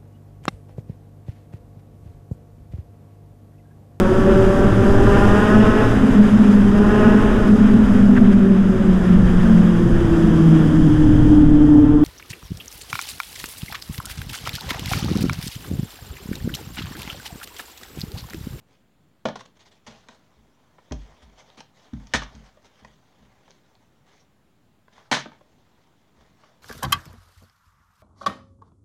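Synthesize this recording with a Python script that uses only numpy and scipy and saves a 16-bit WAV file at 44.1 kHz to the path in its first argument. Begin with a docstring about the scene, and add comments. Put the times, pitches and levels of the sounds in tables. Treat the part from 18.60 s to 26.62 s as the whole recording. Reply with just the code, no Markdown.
"""A faint hiss over low rumble is heard first; then a paper toy, thrown by a child across a cluttered carpeted
room, clatters and bounces, heels thud into a hollow wooden floor, clothes rustle and the toy is picked up.
Knocks are showers of contacts ringing a hollow body; footfalls are a gliding boom plus ringing board modes.
Cloth is filtered fibre ticks and snaps are short rings. Airborne sounds gain sparse reflections and pass
a small camera microphone; floor sounds bypass its response, and hiss and rumble are added at the end."""
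import sys
import numpy as np
from scipy import signal
from scipy.io import wavfile
from scipy.ndimage import uniform_filter1d

SR = 44100
rng = np.random.default_rng(int(sys.argv[2]) if len(sys.argv) > 2 else 0)


def inscribe(sig):
    """Save sig as 16-bit PCM at rate SR to the path in sys.argv[1].

    A 1-D sig is mono; a 2-D sig holds one channel per row.
    Samples are clipped to [-1, 1] before scaling.
    """
    pcm = np.round(np.clip(np.atleast_2d(sig).T, -1, 1) * 32767)
    wavfile.write(sys.argv[1], SR, pcm.astype(np.int16))


def magnitude_from_level(level_db):
    """Linear magnitude for a level in decibels (20 dB per decade)."""
    exponent = np.asarray(level_db, float) / 20
    return 10 ** exponent


N = 353682  # length in samples


def evened(x):
    """Normalisation by energy: scales to rms 1."""
    return x / np.sqrt(np.mean(x ** 2) + 1e-20)


def peaked(x):
    """Normalisation by amplitude: scales to peak 1."""
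    return x / np.max(abs(x))


def read(points, hz):
    """Interpolation along log frequency, in which spectra are customarily drawn."""
    table_hz, value = np.transpose(points)
    return np.interp(np.log(hz + 1), np.log(table_hz + 1), value)


def add(mix, start_s, sound):
    """Superposition: adds a sound to the mix from its start time on."""
    part = mix[round(start_s * SR):][:len(sound)]
    part += sound[:len(part)]


def causal(db_of_hz):
    """Minimum phase: the Hilbert transform of log gain gives the phase of a causal impulse response."""
    hz = abs(np.fft.fftfreq(4096, 1 / SR))
    log_gain = np.log(magnitude_from_level(np.maximum(db_of_hz(hz), -100)))
    spectrum = np.exp(np.conj(signal.hilbert(log_gain)))
    return np.fft.ifft(spectrum).real[:2048]


def coloured(x, curve):
    """Linear filtering: convolves a sound with the causal response of a table of (hz, db)."""
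    return signal.oaconvolve(x, causal(lambda hz: read(curve, hz)))[:N]


def ring(modes, detune, seconds):
    """Modal superposition: the impulse response is a sum of exponentially decaying sines."""
    t = np.arange(round(seconds * SR)) / SR
    out = np.zeros(len(t))
    for (hz, db, t60_s), factor in zip(modes, detune):
        out += magnitude_from_level(db - 60 * t / t60_s) * np.sin(2 * np.pi * hz * factor * t)
    return out


def patchy(x, depth_db):
    """Random spectral modulation: gain drifts in patches about 700 Hz wide and 40 ms long."""
    z = signal.stft(x, nperseg=256)[2]
    patches = uniform_filter1d(rng.standard_normal(z.T.shape), size=14, axis=0)
    patches = evened(uniform_filter1d(patches, size=4, axis=1))
    return signal.istft(z * magnitude_from_level(depth_db * patches.T), nperseg=256)[1][:N]


# spectral density of the background, relative: (pitch_hz [Hz], density_db [dB per Hz])
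HUSH_SPECTRUM = [(20, -32), (45, 1.5), (110, 7), (220, 6), (500, -4.5), (1000, -8.5), (2000, -14.5),
                 (3500, -17), (6300, -26), (7200, -19.5), (7900, -27), (15800, -28.5)]
HUSH_DB = -63.5  # overall rms level


def hush():
    """Stationary noise shaped in spectrum: house rumble and preamplifier hiss, drifting a little in patches."""
    frames, hz = N // 256 + 5, np.fft.rfftfreq(1024, 1 / SR)
    real, imaginary, patches = rng.standard_normal((frames, 513, 3)).T
    patches = uniform_filter1d(patches, 10, 0)  # along frequency
    patches = evened(uniform_filter1d(patches, 14, 1))  # along time
    drift_db = 1.0 * patches
    z = (real + 1j * imaginary) * magnitude_from_level(read(HUSH_SPECTRUM, hz)[:, None] + drift_db)
    noise = signal.istft(z, nperseg=1024, noverlap=768)[1][:N]
    return magnitude_from_level(HUSH_DB) * evened(noise)


# spectrum of the low swish of cloth: (pitch_hz [Hz], gain_db [dB])
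SWISH = [(150, -49.5), (400, -1.5), (1000, -7.5), (2000, -18), (4000, -40.5)]
# spectrum of the bright rub of cloth: (pitch_hz [Hz], gain_db [dB])
RUB = [(500, -19.5), (1500, -5.5), (3500, -1.5), (7000, -1.5), (14000, -0.5)]
# clothes rustling as the child moves, joined by straight lines in dB: (time_s [s], level_db [dB])
RUSTLE = [(0, -78), (.13, -55.5), (.25, -79), (1.24, -66.5), (1.299, -44.5), (1.48, -59.5), (1.9, -64),
          (2.28, -59.5), (2.42, -51.5), (2.75, -57.5), (2.9, -54), (3.122, -64.5), (3.359, -55.5),
          (3.75, -50.5), (3.98, -62), (4.203, -54.5), (4.4, -61), (4.88, -57.5), (5.049, -62), (6.27, -77),
          (6.36, -50), (6.55, -65), (7.2, -62), (7.52, -66), (7.619, -55), (7.74, -61), (7.851, -55),
          (8.02, -63)]
# short scuffs of cloth and paper: (start_s [s], length_s [s], level_db [dB])
SCUFFS = [(0.79, 0.037, -38), (0.853, 0.014, -40.5), (0.953, 0.033, -55), (0.99, 0.056, -44.5),
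          (1.051, 0.044, -46), (1.11, 0.038, -50.5), (1.142, 0.047, -55.5), (1.495, 0.084, -49),
          (2.62, 0.028, -49.5), (2.777, 0.055, -47.5), (2.973, 0.038, -41), (3.145, 0.17, -53.5),
          (3.519, 0.013, -51), (3.835, 0.067, -51.5), (4.043, 0.04, -50), (4.177, 0.042, -62),
          (4.897, 0.028, -58), (5.458, 0.093, -54.5), (5.507, 0.14, -54.5), (6.325, 0.035, -56.5)]
RUSTLE_SWISH_DB, SCUFF_SWISH_DB = -2, -8  # swish against rub


def cloth():
    """Friction noise: dense fibre ticks in clumps give a running rustle and scuffs that swell and fade."""
    rustle = magnitude_from_level(np.interp(np.arange(N) / SR, *np.transpose(RUSTLE)))
    scuffs = np.zeros(N)
    for start_s, length_s, level_db in SCUFFS:
        u = np.linspace(0, 1, round(length_s * SR))
        swell = np.sin(np.pi * u ** .7) ** .9  # quicker in than out
        add(scuffs, start_s, magnitude_from_level(level_db) * swell)

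    slow = uniform_filter1d(uniform_filter1d(rng.standard_normal(N), 300), 300)
    clumps = magnitude_from_level(1.4 * evened(slow))
    tick_db = 3.2 * np.minimum(rng.exponential(1, (2, N)), 6)  # a few ticks stand out
    ticks = clumps * rng.standard_normal((2, N)) * magnitude_from_level(tick_db)

    rub = evened(patchy(coloured(ticks[0], RUB), 2.5))
    swish = evened(patchy(coloured(ticks[1], SWISH), 2.2))
    swish_level = magnitude_from_level(RUSTLE_SWISH_DB) * rustle + magnitude_from_level(SCUFF_SWISH_DB) * scuffs
    return (rustle + scuffs) * rub + swish_level * swish


# small bright snaps of stiff paper and plastic: (start_s [s], level_db [dB, start of the ring], pitch_hz [Hz])
SNAPS = [(2.3218, -16, 6330), (2.902, -34.5, 3760), (3.0048, -23.5, 5500), (3.4708, -28.5, 5900),
         (3.636, -20.5, 6060), (3.644, -31, 5800), (3.752, -29, 6400), (4.9075, -29, 6200),
         (4.9146, -35, 4330), (5.1532, -38.5, 4350)]
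SNAP_CYCLES, SNAP_CLICK_DB = 16, -5  # t60 in cycles of the pitch; click against the ring


def snaps():
    """Impulsive excitation of one mode: a single click and a very short high ring."""
    out = np.zeros(N)
    for start_s, level_db, pitch_hz in SNAPS:
        snap = ring([(pitch_hz, 0, SNAP_CYCLES / pitch_hz)], [1], .02)
        snap[0] = magnitude_from_level(SNAP_CLICK_DB)
        add(out, start_s, magnitude_from_level(level_db) * snap)
    return out


# modes of the floor boards: (ratio [multiple of their pitch], level_db [dB], share [fraction of the t60])
BOARDS = [(.6, -5, 1.2), (.76, -7.5, 0.98), (1, 2, 0.6), (1.14, -4, 0.72), (1.55, -22, .3),
          (1.94, -11, 0.2)]


def boards(level_db, pitch_hz, t60_s, tilt_db=0):
    """Modal response: the boards knock as a weight comes on, their modes slightly detuned at each knock."""
    t = np.arange(round(.6 * SR)) / SR
    detune = 1 + .025 * rng.standard_normal(len(BOARDS))
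    modes = []
    for ratio, mode_db, share in BOARDS:
        tilted_db = mode_db + tilt_db * np.log2(ratio)  # tilt in dB per octave
        modes.append((ratio * pitch_hz, tilted_db, share * t60_s))
    onset = 1 - np.exp(-(t / 0.0044) ** 2)
    return magnitude_from_level(level_db) * peaked(ring(modes, detune, .6) * onset)


# boom of the joists, one row: final_hz [Hz], extra_hz [Hz more at first], glide_s [s], length_s [s],
# roundness [exponent of the swell]
BOOM = (48, 40, .025, 0.145, 0.35)
BOOM_FADE_DB_PER_S = 70
SHUDDER_DB = -21  # the whole floor shudders on after the boom


def boom():
    """Dispersion: the joists swell into a boom that sinks in pitch, as slow bending waves come last."""
    t = np.arange(round(.6 * SR)) / SR
    final_hz, extra_hz, glide_s, length_s, roundness = BOOM
    turns = final_hz * t + extra_hz * glide_s * (1 - np.exp(-t / glide_s))
    swell = abs(np.sin(np.pi * np.minimum(t / length_s, 1) ** .6)) ** roundness
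    first = swell * magnitude_from_level(-BOOM_FADE_DB_PER_S * t)
    shudder = magnitude_from_level(SHUDDER_DB - 60 * t / 0.8) * (1 - np.exp(-(t / 0.084) ** 2))
    return -(first + shudder) * np.sin(2 * np.pi * turns)


# light things landing on the boards:
# (start_s [s], knock_db [dB], pitch_hz [Hz, boards], boom_db [dB, joists against the knock])
DROPS = [(0.652, -24, 215, -32), (1.488, -49, 213, -33), (2.975, -45.5, 230, -36), (6.514, -20.5, 237, -45),
         (6.66, -39.5, 232, -41)]
DROP_T60_S, DROP_TILT_DB = 0.15, 5  # tilt per octave: light things favour the higher board modes


def drops():
    """Light impact: a small mass mostly excites the boards and hardly the joists."""
    out, joists = np.zeros(N), boom()
    for start_s, knock_db, pitch_hz, boom_db in DROPS:
        knock = boards(knock_db, pitch_hz, DROP_T60_S, DROP_TILT_DB)
        add(out, start_s, knock + magnitude_from_level(knock_db + boom_db) * joists)
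    return out


# footfalls: (start_s [s], boom_db [dB, joists], knock_db [dB, boards against the boom], pitch_hz [Hz, boards])
STEPS = [(1.275, -58.5, 17.5, 211.3), (1.767, -55, -4.5, 215), (2.311, -28, 1.5, 251),
         (2.626, -47, -8, 218), (3.331, -34.5, 9.5, 215), (3.54, -30, 9, 225), (3.745, -42, 1.5, 221.6),
         (4.218, -53, 4.5, 214), (4.596, -56.5, 7, 208), (7.577, -58, -3, 209)]
STAMP_T60_S, TREAD_T60_S = 0.055, 0.95  # limits for hard and soft footfalls
TREAD_DB = -48  # knock level midway between stamp and tread


def steps():
    """Heavy impact: each footfall excites joists and boards; a soft tread rolls on and keeps them sounding."""
    out, joists = np.zeros(N), boom()
    for start_s, boom_db, knock_db, pitch_hz in STEPS:
        board_db = boom_db + knock_db
        softness = 1 / (1 + magnitude_from_level(board_db - TREAD_DB))
        t60_s = STAMP_T60_S + (TREAD_T60_S - STAMP_T60_S) * softness
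        add(out, start_s, magnitude_from_level(boom_db) * joists + boards(board_db, pitch_hz, t60_s))
    return out


# modes of a struck body: (ratio [multiple of its pitch], level_db [dB], t60 [cycles of the pitch])
BODY = [(0.548, -10.5, 14), (1, 0, 12.6), (1.401, -7.5, 7.6), (1.899, -15, 12), (2.4, -19, 18)]
# knocks of the toy, heels and clutter: (start_s [s], level_db [dB, rms of the first 5 ms],
# pitch_hz [Hz, body], crack_db [dB, against the body], t60_s [s, clatter, at least 0.005])
KNOCKS = [(0.654, -12.5, 592, -9, 0.077), (0.686, -24.5, 903, -3.5, 0.047), (0.697, -27, 560, -23, .05),
          (0.756, -27.5, 1007, -1.5, 0.067), (0.809, -36.5, 1160, -1, 0.023), (1.266, -35, 1010, 8, 0.13),
          (1.279, -41, 526, -19, 0.092), (1.486, -36, 1030, 4, 0.045), (2.182, -47, 920, -21, 0.071),
          (2.31, -37.5, 996, -10, 0.012), (2.319, -26, 402, -29, 0.029), (2.323, -28.5, 430, 9, .02),
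          (2.972, -47, 543, 6, 0.055), (3.006, -33, 910, 7.5, 0.027), (3.335, -41.5, 1220, 1, 0.042),
          (3.471, -47, 1290, 14, 0.025), (3.537, -9, 1790, 7, 0.11), (3.619, -29, 1210, -1, 0.11),
          (3.972, -44.5, 608, -12, .04), (4.046, -48.5, 950, -3, 0.045), (4.248, -37.5, 1040, -1, 0.025),
          (4.879, -47, 970, -1.5, 0.042), (6.281, -46.5, 1085, -13, 0.028), (6.379, -44, 1070, -6, 0.077),
          (6.514, -10.5, 1020, 8.5, .17), (6.523, -13.5, 1810, 5.5, 0.19), (6.568, -21.5, 954, 0.5, 0.17),
          (6.657, -29, 625, -26, 0.042), (6.718, -43, 925, -9, 0.25), (6.809, -46.5, 572, -13, 0.041),
          (7.836, -46, 1186, -11.5, 0.044)]
FIRST_CONTACT, LUMPY_DB = 1.7, 2.2  # size against a small contact; unevenness of the shower
BODY_DRIVE_T60_S = .12  # later contacts rattle but hardly swing the body


def knocks():
    """Impact excitation: a first contact and a lumpy, dying shower of others ring a damped hollow body."""
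    t, out = np.arange(SR // 3) / SR, np.zeros(N)
    head = slice(220)  # first 5 ms, where levels are set
    for start_s, level_db, pitch_hz, crack_db, t60_s in KNOCKS:
        chance, size, turn, lump = rng.random((4, len(t)))
        happens = chance < 5000 / SR  # 5000 contacts per second on average
        contacts = happens * np.sign(turn - .5) * magnitude_from_level(-3.5 * np.log(np.maximum(size, .06)))
        contacts *= magnitude_from_level(LUMPY_DB * evened(uniform_filter1d(lump - .5, 150)))
        contacts[0] = FIRST_CONTACT
        contacts *= magnitude_from_level(-60 * t / max(t60_s, .005))

        dull = np.clip(.3 - 0.029 * crack_db, .1, .85)  # soft blows last longer and lose treble
        crack = signal.lfilter([1], [1, -2 * dull, dull ** 2], contacts)

        modes = [(pitch_hz * ratio, mode_db, cycles / pitch_hz) for ratio, mode_db, cycles in BODY]
        drive = contacts * magnitude_from_level(-60 * t / BODY_DRIVE_T60_S)
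        body = signal.oaconvolve(drive, ring(modes, np.ones(len(BODY)), .05))[:len(t)]
        body *= 1 - np.exp(-t / 0.001)  # the body takes a moment to swing

        struck = body / np.std(body[head]) + magnitude_from_level(crack_db) * crack / np.std(crack[head])
        add(out, start_s, magnitude_from_level(level_db) * struck / np.std(struck[head]))
    return out


# reverberation of the room: (pitch_hz [Hz], t60_s [s])
ROOM = [(100, 0.63), (400, 0.2), (1500, 0.25), (4000, 0.28), (8000, 0.15), (14000, 0.031)]


def room(x):
    """Reverberation: sparse reflections of random sign, each band dying at its own speed."""
    taps = np.zeros(SR // 2)
    at = np.arange(200, len(taps) - 20, 20)
    taps[at + rng.integers(0, 20, len(at))] = rng.choice([-1., 1.], len(at))
    hz, t, z = signal.stft(taps, SR, nperseg=256)
    decay = magnitude_from_level(-60 * t / read(ROOM, hz)[:, None])
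    tail = signal.istft(z * decay, SR, nperseg=256)[1]
    return signal.oaconvolve(x, tail / np.linalg.norm(tail))[:N]


# response of the microphone: (pitch_hz [Hz], gain_db [dB])
MICROPHONE = [(60, -41), (150, -19), (250, -16), (420, -9), (900, -3.5), (1300, -4.5), (1700, -3),
              (2150, -1), (2600, -6.5), (3100, -2.5), (3500, -2.5), (4000, -6.5), (4800, -8), (6300, -7),
              (7600, -18), (11000, -31), (15800, -52)]


def microphone(x):
    """Transducer response: a small microphone weakens bass and high treble."""
    return coloured(x, MICROPHONE)


def scene():
    """Transmission paths: airborne sounds fill the room and pass the microphone; the floor is added directly."""
    near = cloth() + snaps() + knocks()
    air = microphone(near + magnitude_from_level(-12) * room(near))
    floor = drops() + steps()
    # the boom hardly reaches the air
    radiated = signal.sosfilt(signal.butter(2, 110, "highpass", fs=SR, output="sos"), floor)
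    bass_cut = signal.butter(3, 38, "highpass", fs=SR, output="sos")
    events = signal.sosfilt(bass_cut, air + floor + magnitude_from_level(-10.5) * room(radiated))
    return (events + hush())[None]


def band_limit(x):
    """A steep low-pass at the top of the band."""
    return signal.sosfilt(signal.butter(12, 16440, fs=SR, output="sos"), x)


def record(dry):
    """Direct-current offset: the converter shifts the whole waveform slightly."""
    mix = dry - .0005
    return band_limit(mix)


dry = scene()
out = record(dry)
inscribe(out)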